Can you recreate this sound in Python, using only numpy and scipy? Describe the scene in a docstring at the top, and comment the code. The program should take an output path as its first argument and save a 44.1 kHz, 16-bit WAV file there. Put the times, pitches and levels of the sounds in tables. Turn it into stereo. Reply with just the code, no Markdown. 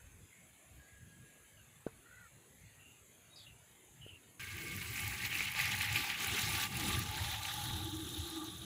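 """Light rain hisses on a flooded street over town hum, with sparrows, a crow and two knocks on the right
microphone. Then the level jumps and a van rolls up from the side. Its tyres throw water, heard as
broadband slosh, ringing air bubbles and single splashes; its engine drones through a few body
resonances. As it draws level, the water thins to a hiss on the left."""
import sys
import numpy as np
from scipy import signal
from scipy.io import wavfile
from scipy.ndimage import uniform_filter1d

SR = 44100
rng = np.random.default_rng(int(sys.argv[2]) if len(sys.argv) > 2 else 0)


def to_wav(s):
    """Save 16-bit WAV."""
    ch = np.atleast_2d(s).T  # columns
    pcm = np.round(np.clip(ch, -1, 1) * 32767)  # PCM
    wavfile.write(sys.argv[1], SR, pcm.astype(np.int16))


N = 381454
SHORT, LONG = 256, 2048  # frame lengths in samples, for flicker and for bass
LAG_S = 0.0004286  # extra travel time to the left microphone


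# Spectrum of thrown water. Each row: frequency in Hz, relative level in dB far and alongside,
# left minus right in dB far and alongside.
WATER_SPECTRUM = [(640, -33, -42, -6, 2), (1060, -3.5, -17, 5, 14), (1500, -2.5, -4.5, 3, 11),
                  (2290, 5, -24.5, 7.5, -1), (3730, -2, 11, 2, 16.5), (4720, -9.5, -18, 1, 2.5),
                  (6300, -10.5, -14.5, -2, 4), (8220, -13, -31, -4.5, -9.5), (8850, -14.5, -23, 9, 24),
                  (10050, -6, -13.5, 23, 38), (12700, -12.5, -23, 13, 24), (15500, -6.5, -27, 10, 29)]
# Slosh of the tyres. Each row: time in seconds, level in dB.
SLOSH = [(4.42, -46.5), (4.55, -47), (4.7, -45.5), (4.85, -44), (4.93, -43), (5, -40.5), (5.1, -41.5),
         (5.2, -42.5), (5.25, -36.5), (5.29, -42.5), (5.34, -38), (5.43, -37.5), (5.5, -39.5),
         (5.54, -42.5), (5.6, -31), (5.7, -37), (5.79, -36), (5.85, -33.5), (5.88, -38.5), (5.97, -33.5),
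         (6.05, -37), (6.11, -38), (6.16, -42.5), (6.22, -34), (6.27, -38.5), (6.33, -35.5), (6.42, -33.5),
         (6.48, -37), (6.55, -35), (6.64, -33.5), (6.69, -46), (6.76, -40), (6.9, -35.5), (7.1, -43),
         (7.3, -38), (7.39, -42), (7.46, -38.5), (7.7, -39.5), (7.9, -45.5), (8.2, -43.5), (8.6, -48.5)]
# The van's approach. Each row: time in seconds, nearness from 0 (far) to 1 (alongside),
# fizz in dB relative to the slosh, gear whine in dB.
APPROACH = [(4.4, 0.057, -7, -43.5), (5.0, 0, -4, -50), (5.6, 0.03, -10.5, -46), (6.7, 0.21, -5.5, -51),
            (7.3, 0.34, -7.5, -57), (7.9, 0.73, -5.5, -73)]

def tyre_spray():
    """Churning water radiates broadband noise; nearness shifts its colour and side."""
    hz, t = grid(SHORT)
    near, fizz_db, _ = follow(APPROACH, t)
    far_db, near_db, far_lean_db, near_lean_db = spectrum(WATER_SPECTRUM, hz)
    db = far_db + near * (near_db - far_db)
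    db -= band_db(db, hz, 1300, 4500)
    db += above(hz, 5500) * (fizz_db - band_db(db, hz, 9000, 15000))
    db += follow(SLOSH, t)[0]
    db += 1.74 * flicker(SHORT, 4, 10) + 1.8 * flicker(SHORT, 30, 3)
    bursts = uniform_filter1d(clicks(180, 7.0), size=24) * rng.standard_normal(N)
    droplets = 4.3 * np.diff(bursts, n=2, prepend=[0, 0])  # all treble
    lean_db = far_lean_db + near * (near_lean_db - far_lean_db)
    likeness = coherence(hz) * (1 - 1.6 * near)
    return stereo_noise(SHORT, db, lean_db, likeness, LAG_S, droplets + 0.16 * bubbles())


def bubbles():
    """Bubble resonance: trapped air pings, rising in pitch; smaller bubbles ring higher and shorter."""
    turns = np.linspace(0, 14, SHORT)
    shape = np.sin(2 * np.pi * turns * (1 + 0.0077 * turns)) * np.hanning(SHORT)
    pings = (np.interp(np.arange(0, 14, hz / SR), turns, shape) for hz in np.geomspace(900, 4500, 16))
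    return unit_rms(sum(signal.oaconvolve(clicks(14, 2.9), ping)[:N] for ping in pings))


# Slaps of water. Each row: start in seconds, level in dB, centre frequency in Hz.
SPLASHES = [(4.9774, -32.5, 2230), (5.2412, -34.5, 2520), (5.3265, -35, 2130), (5.4061, -25.5, 2050),
            (5.5497, -35, 1980), (5.5907, -30, 2000), (5.8087, -25, 2570), (5.9585, -22.5, 3100),
            (6.1005, -30, 2330), (7.452, -30, 2980)]

def splashes():
    """An impact on water excites a broad band of noise: a fast decay, then a softer tail."""
    out, t = np.zeros((2, N)), np.arange(LONG * 2) / SR
    decay = gain_of(-3000 * t) + 0.23 * gain_of(-400 * t)
    for start, db, hz in SPLASHES:
        burst = resonate(rng.standard_normal(len(t)), hz, 1350) * gain_of(db) * decay
        add(out, start + LAG_S, burst * [[1], [0]])
        add(out, start, burst * [[0], [.7]])
    return out


# The van's bass spectrum. 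Each row: frequency in Hz, relative level in dB, left minus right in dB.
RUMBLE = [(30.2, -8.5, 0), (58.4, 12, 1.5), (100.6, 22, -0.5), (154.4, 4, -2.5), (237, -16.5, -11),
          (396, -14.5, -3.5), (567, -39, -16), (700, -15, 0.5)]
# The drone. Each row: time in seconds, then levels in dB of rumble, bow wave and three body resonances.
ENGINE_LEVELS = [(4.45, -53.5, -76, -77, -73, -66), (4.65, -49, -63.5, -72, -70, -61),
                 (4.85, -54, -69, -72, -75, -64), (5.05, -47.5, -73, -79, -55, -55.5),
                 (5.3, -51, -71, -75, -62, -56.5), (5.5, -51, -75, -76, -57, -57),
                 (5.7, -55, -70.5, -80, -48.5, -52), (5.95, -49, -69, -75, -50, -57.5),
                 (6.15, -59.5, -66, -77, -49.5, -52), (6.4, -50, -60.5, -69, -52, -57),
                 (6.6, -50.5, -67.5, -72, -47.5, -50.5), (6.85, -44.5, -53.5, -50, -51.5, -48.5),
                 (7.0, -46.5, -61, -71, -54, -49.5), (7.2, -44, -68, -59, -45, -60),
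                 (7.45, -54, -78.5, -67.5, -49, -55), (7.65, -48, -71, -58, -49.5, -57.5),
                 (7.8, -43.5, -66, -46.5, -51, -59), (8.1, -48.5, -66, -46, -64, -63),
                 (8.4, -60.5, -70, -45.5, -55, -52), (8.58, -53.5, -68, -56, -69, -60)]
# Three body resonances, two whine lines. Each row: frequency in Hz, width in Hz, left minus right in dB.
RESONANCES = [(315.6, 25, 3.), (835, 116, 0), (1181, 56, -4.5), (2190, 37, 9.5), (1590, 90, 2.)]

def engine():
    """Incoherent sources add in power: rumble, the bow wave's gurgle, body resonances and gear whine."""
    hz, t = grid(LONG)
    rumble_db, wave_db, *body_db = follow(ENGINE_LEVELS, t)
    whine_db = follow(APPROACH, t)[-1]
    db, lean_db = spectrum(RUMBLE, hz)
    wave_share = above(hz, 169)
    rumble_gain_db = (1 - wave_share) * (rumble_db - band_db(db, hz, 50, 140))
    wave_gain_db = wave_share * (wave_db - band_db(db, hz, 360, 500))
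    db = db + rumble_gain_db + wave_gain_db + 4.1 * flicker(LONG, 5, 4)
    power = gain_of(db) ** 2 * (1 - above(hz, 533))
    lean_sum = power * lean_db
    for (centre, width, side_db), level_db in zip(RESONANCES, body_db + [whine_db, whine_db - 3]):
        shape = 1 / (1 + (2 * (hz - centre) / width) ** 2) ** 2
        ring = shape / shape.mean() * gain_of(level_db + 2.5 * flicker(LONG, 2, 4)) ** 2
        power += ring
        lean_sum += ring * side_db
    drone = stereo_noise(LONG, 10 * np.log10(power), lean_sum / power, coherence(hz), 0.64 * LAG_S)
    slosh_db = follow(SLOSH, np.arange(N) / SR)[0]
    lull_db = np.minimum(slosh_db - uniform_filter1d(slosh_db, size=SR // 2), 0)
    return gain_of(1.06 * lull_db) * drone  # dips when the slosh lulls


# Taps by the right microphone. Each row: start in seconds, level in dB.
KNOCKS = [(1.865, -29.5), (4.063, -47.5)]
# Modes of its casing. 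Each row: frequency in Hz, relative level in dB, time to fall 60 dB in seconds.
CASING_MODES = [(130, -18, 0.13), (450, -17, 0.11), (1495, -22, 0.057)]

def knocks():
    """Impulse response of a casing: a pull and a push, then damped modes and a faint rattle."""
    out, t = np.zeros((2, N)), np.arange(LONG * 2) / SR
    u = (t - .0022) / .0005  # time in pulse widths
    pulse = 2.46 * u * np.exp(-u ** 2 / 2)
    ring = sum(gain_of(db - 60 * t / t60) * np.sin(2 * np.pi * hz * t) for hz, db, t60 in CASING_MODES)
    rattle = resonate(rng.standard_normal(len(t)), 900, 1400) * gain_of(-22 - 500 * t)
    for start, db in KNOCKS:
        add(out, start, gain_of(db) * (pulse + ring * (u > 1) + rattle) * [[.05], [1.8]])
    return out


# Sparrows and one whistler. Each row: start and length in seconds, first and last pitch in Hz, level in dB.
CHIRPS = [(0.301, .22, 2100, 2280, -64), (0.761, 0.93, 1645, 1653, -69.5), (.88, 0.1, 2070, 2000, -67),
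          (1.566, .06, 2900, 2770, -63), (2.793, 0.23, 2732, 2860, -61.5), (3.302, 0.21, 3800, 3800, -67.5),
          (3.356, .1, 4760, 4270, -55.5), (3.384, 0.11, 3620, 3270, -58), (3.461, 0.075, 2824, 2694, -55.5),
          (4.011, 0.09, 3000, 2820, -54), (4.073, 0.11, 2950, 2720, -52)]

def chirps():
    """Gliding tones with narrowband noise for the blur of echoes; wider glides are raspier."""
    out = np.zeros((2, N))
    for start, length, first_hz, last_hz, db in CHIRPS:
        t = np.arange(0, length, 1 / SR)
        hz = np.linspace(first_hz, last_hz, len(t))
        width = 70 + 1.1 * abs(last_hz - first_hz)
        blur = [resonate(noise, hz, width) for noise in rng.standard_normal((2, SR))[:, :len(t)]]
        tone = 100 / width * np.sin(2 * np.pi * np.cumsum(hz) / SR)
        envelope = np.minimum(t / 0.0057, 1) * np.sqrt(1 - t / length)
        add(out, start, gain_of(db) * (tone + blur) * envelope)
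    return out


# One caw. Each row: time in seconds, level in dB, throat resonance in Hz.
CAW = [(2.029, -53, 1420), (2.07, -49.5, 1410), (2.19, -49.5, 1510), (2.3, -50, 1300)]
# Its formants. Each row: ratio to the throat resonance, width in Hz, relative level in dB.
FORMANTS = [(1., 121, 0.), (1.329, 120, -4.5)]

def crow():
    """Source and filter: noise pulsed at 72 Hz excites two moving formants."""
    out, t = np.zeros((2, N)), np.arange(CAW[0][0], CAW[-1][0], 1 / SR)
    db, hz = follow(CAW, t)
    pulses = (.3 + np.exp(-(t * 72 % 1) / .3)) * rng.standard_normal(len(t))
    caw = sum(gain_of(db + trim) * resonate(pulses, ratio * hz, width) for ratio, width, trim in FORMANTS)
    add(out, t[0], caw * signal.windows.tukey(len(t), .3) * [[-.6], [1]])
    return out


# Rain and town hum. Each row: frequency in Hz, relative level in dB, left minus right in dB.
STREET_SPECTRUM = [(30, -32, 2), (60.6, 1, 7.5), (104, 1, 0), (203, -7, -1), (990, -14, 0.5),
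                   (1760, -11, 3.5), (3600, -15, 1), (5620, -28, 10), (6350, -15.5, -4), (7950, -20.5, -10),
                   (9900, -10, 48), (15400, -24.5, 13)]

def rain_and_hum(level_db=-59.5):
    """Superposition: many tiny drops merge into hiss, over the town's uneven bass hum."""
    hz, _ = grid(LONG)
    db, lean_db = spectrum(STREET_SPECTRUM, hz)
    bass = 1 - above(hz, 160)
    db = db + (3.3 + 3.6 * bass) * flicker(LONG, 8, 4)
    drops = 2.2 * np.diff(clicks(150, 3.5), prepend=0)
    likeness = 0.45 * coherence(hz) + 0.77 * bass
    return gain_of(level_db) * unit_rms(stereo_noise(LONG, db, lean_db, likeness, LAG_S, drops))


# A far source at two microphones. Each row: frequency in Hz, left-right likeness from 0 to 1.
COHERENCE = [(60, 0.92), (400, 1), (1000, 0.85), (3000, 0.78), (6000, 0.1), (15000, 0.088)]

def coherence(hz):
    """Spatial coherence: two microphones agree in the bass and hardly at all in the treble."""
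    return spectrum(COHERENCE, hz)[0]


def stereo_noise(size, db, lean_db, likeness, lag_s, extra=0):
    """Time and level differences give direction: the left is lag_s later and lean_db louder."""
    hz, t = grid(size)
    drive = np.pad(rng.standard_normal((2, N)) + extra, ((0, 0), (0, size)))
    shared, other = signal.stft(drive, nperseg=size, window="cosine")[2][..., :len(t)]
    likeness = np.clip(likeness, 0, 1)
    left = shared * np.exp(-2j * np.pi * hz * lag_s)
    right = (likeness * shared + np.sqrt(1 - likeness ** 2) * other) / gain_of(lean_db)
    return signal.istft([left, right] * gain_of(db), nperseg=size, window="cosine")[1][:, :N]


def resonate(x, hz, width):
    """Heterodyne band-pass: shift hz down to zero, smooth twice, shift back."""
    carrier = np.exp(2j * np.pi * np.cumsum(hz * np.ones(len(x))) / SR)
    pole = np.exp(-np.pi * width / SR)
    return unit_rms((carrier * signal.lfilter([1], np.poly([pole, pole]), x / carrier)).real)


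def clicks(per_s, spread_db):
    """Shot noise: sparse random clicks, a few much larger than the rest."""
    return gain_of(spread_db * np.minimum(rng.exponential(1, N), 3.5)) * (rng.random(N) < per_s / SR)


def flicker(size, bins, frames):
    """Random modulation, smoothed over frequency and time."""
    hz, t = grid(size)
    noise = rng.standard_normal((len(t), len(hz)))
    return unit_rms(uniform_filter1d(uniform_filter1d(noise, bins), frames, 0).T)


def grid(size):
    """Bin frequencies and frame times of a short-time spectrum."""
    return np.fft.rfftfreq(size, 1 / SR)[:, None], np.arange(2 * N // size + 2) * size / 2 / SR


def spectrum(rows, hz):
    """Each column interpolated over log frequency."""
    freqs, *columns = np.transpose(rows)
    return [np.interp(np.log1p(hz), np.log1p(freqs), c) for c in columns]


def follow(rows, t):
    """Each column interpolated over time."""
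    times, *columns = np.transpose(rows)
    return [np.interp(t, times, c) for c in columns]


def band_db(db, hz, lo, hi):
    """Power inside a band, relative to white noise."""
    return 10 * np.log10((gain_of(db) ** 2 * (hz > lo) * (hz < hi)).mean(0))


def above(hz, edge_hz):
    return 1 / (1 + (edge_hz / (hz + 1)) ** 8)


def gain_of(db):
    return 10 ** (np.asarray(db) / 20)


def unit_rms(x):
    return x / np.sqrt(np.mean(x ** 2))


def add(mix, start, sound):
    mix[:, round(start * SR):][:, :sound.shape[1]] += sound


def scene():
    """Sound pressures add; the van sets in at once."""
    van_on = np.arange(N) / SR > 4.3955
    return rain_and_hum() + chirps() + crow() + knocks() + van_on * (tyre_spray() + engine() + splashes())


def record(dry):
    """A low-pass filter limits the band to 15.6 kHz."""
    return signal.oaconvolve(dry, signal.firwin(511, 15600, window=("kaiser", 9), fs=SR)[None], "same")


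dry = scene()
out = record(dry)
to_wav(out)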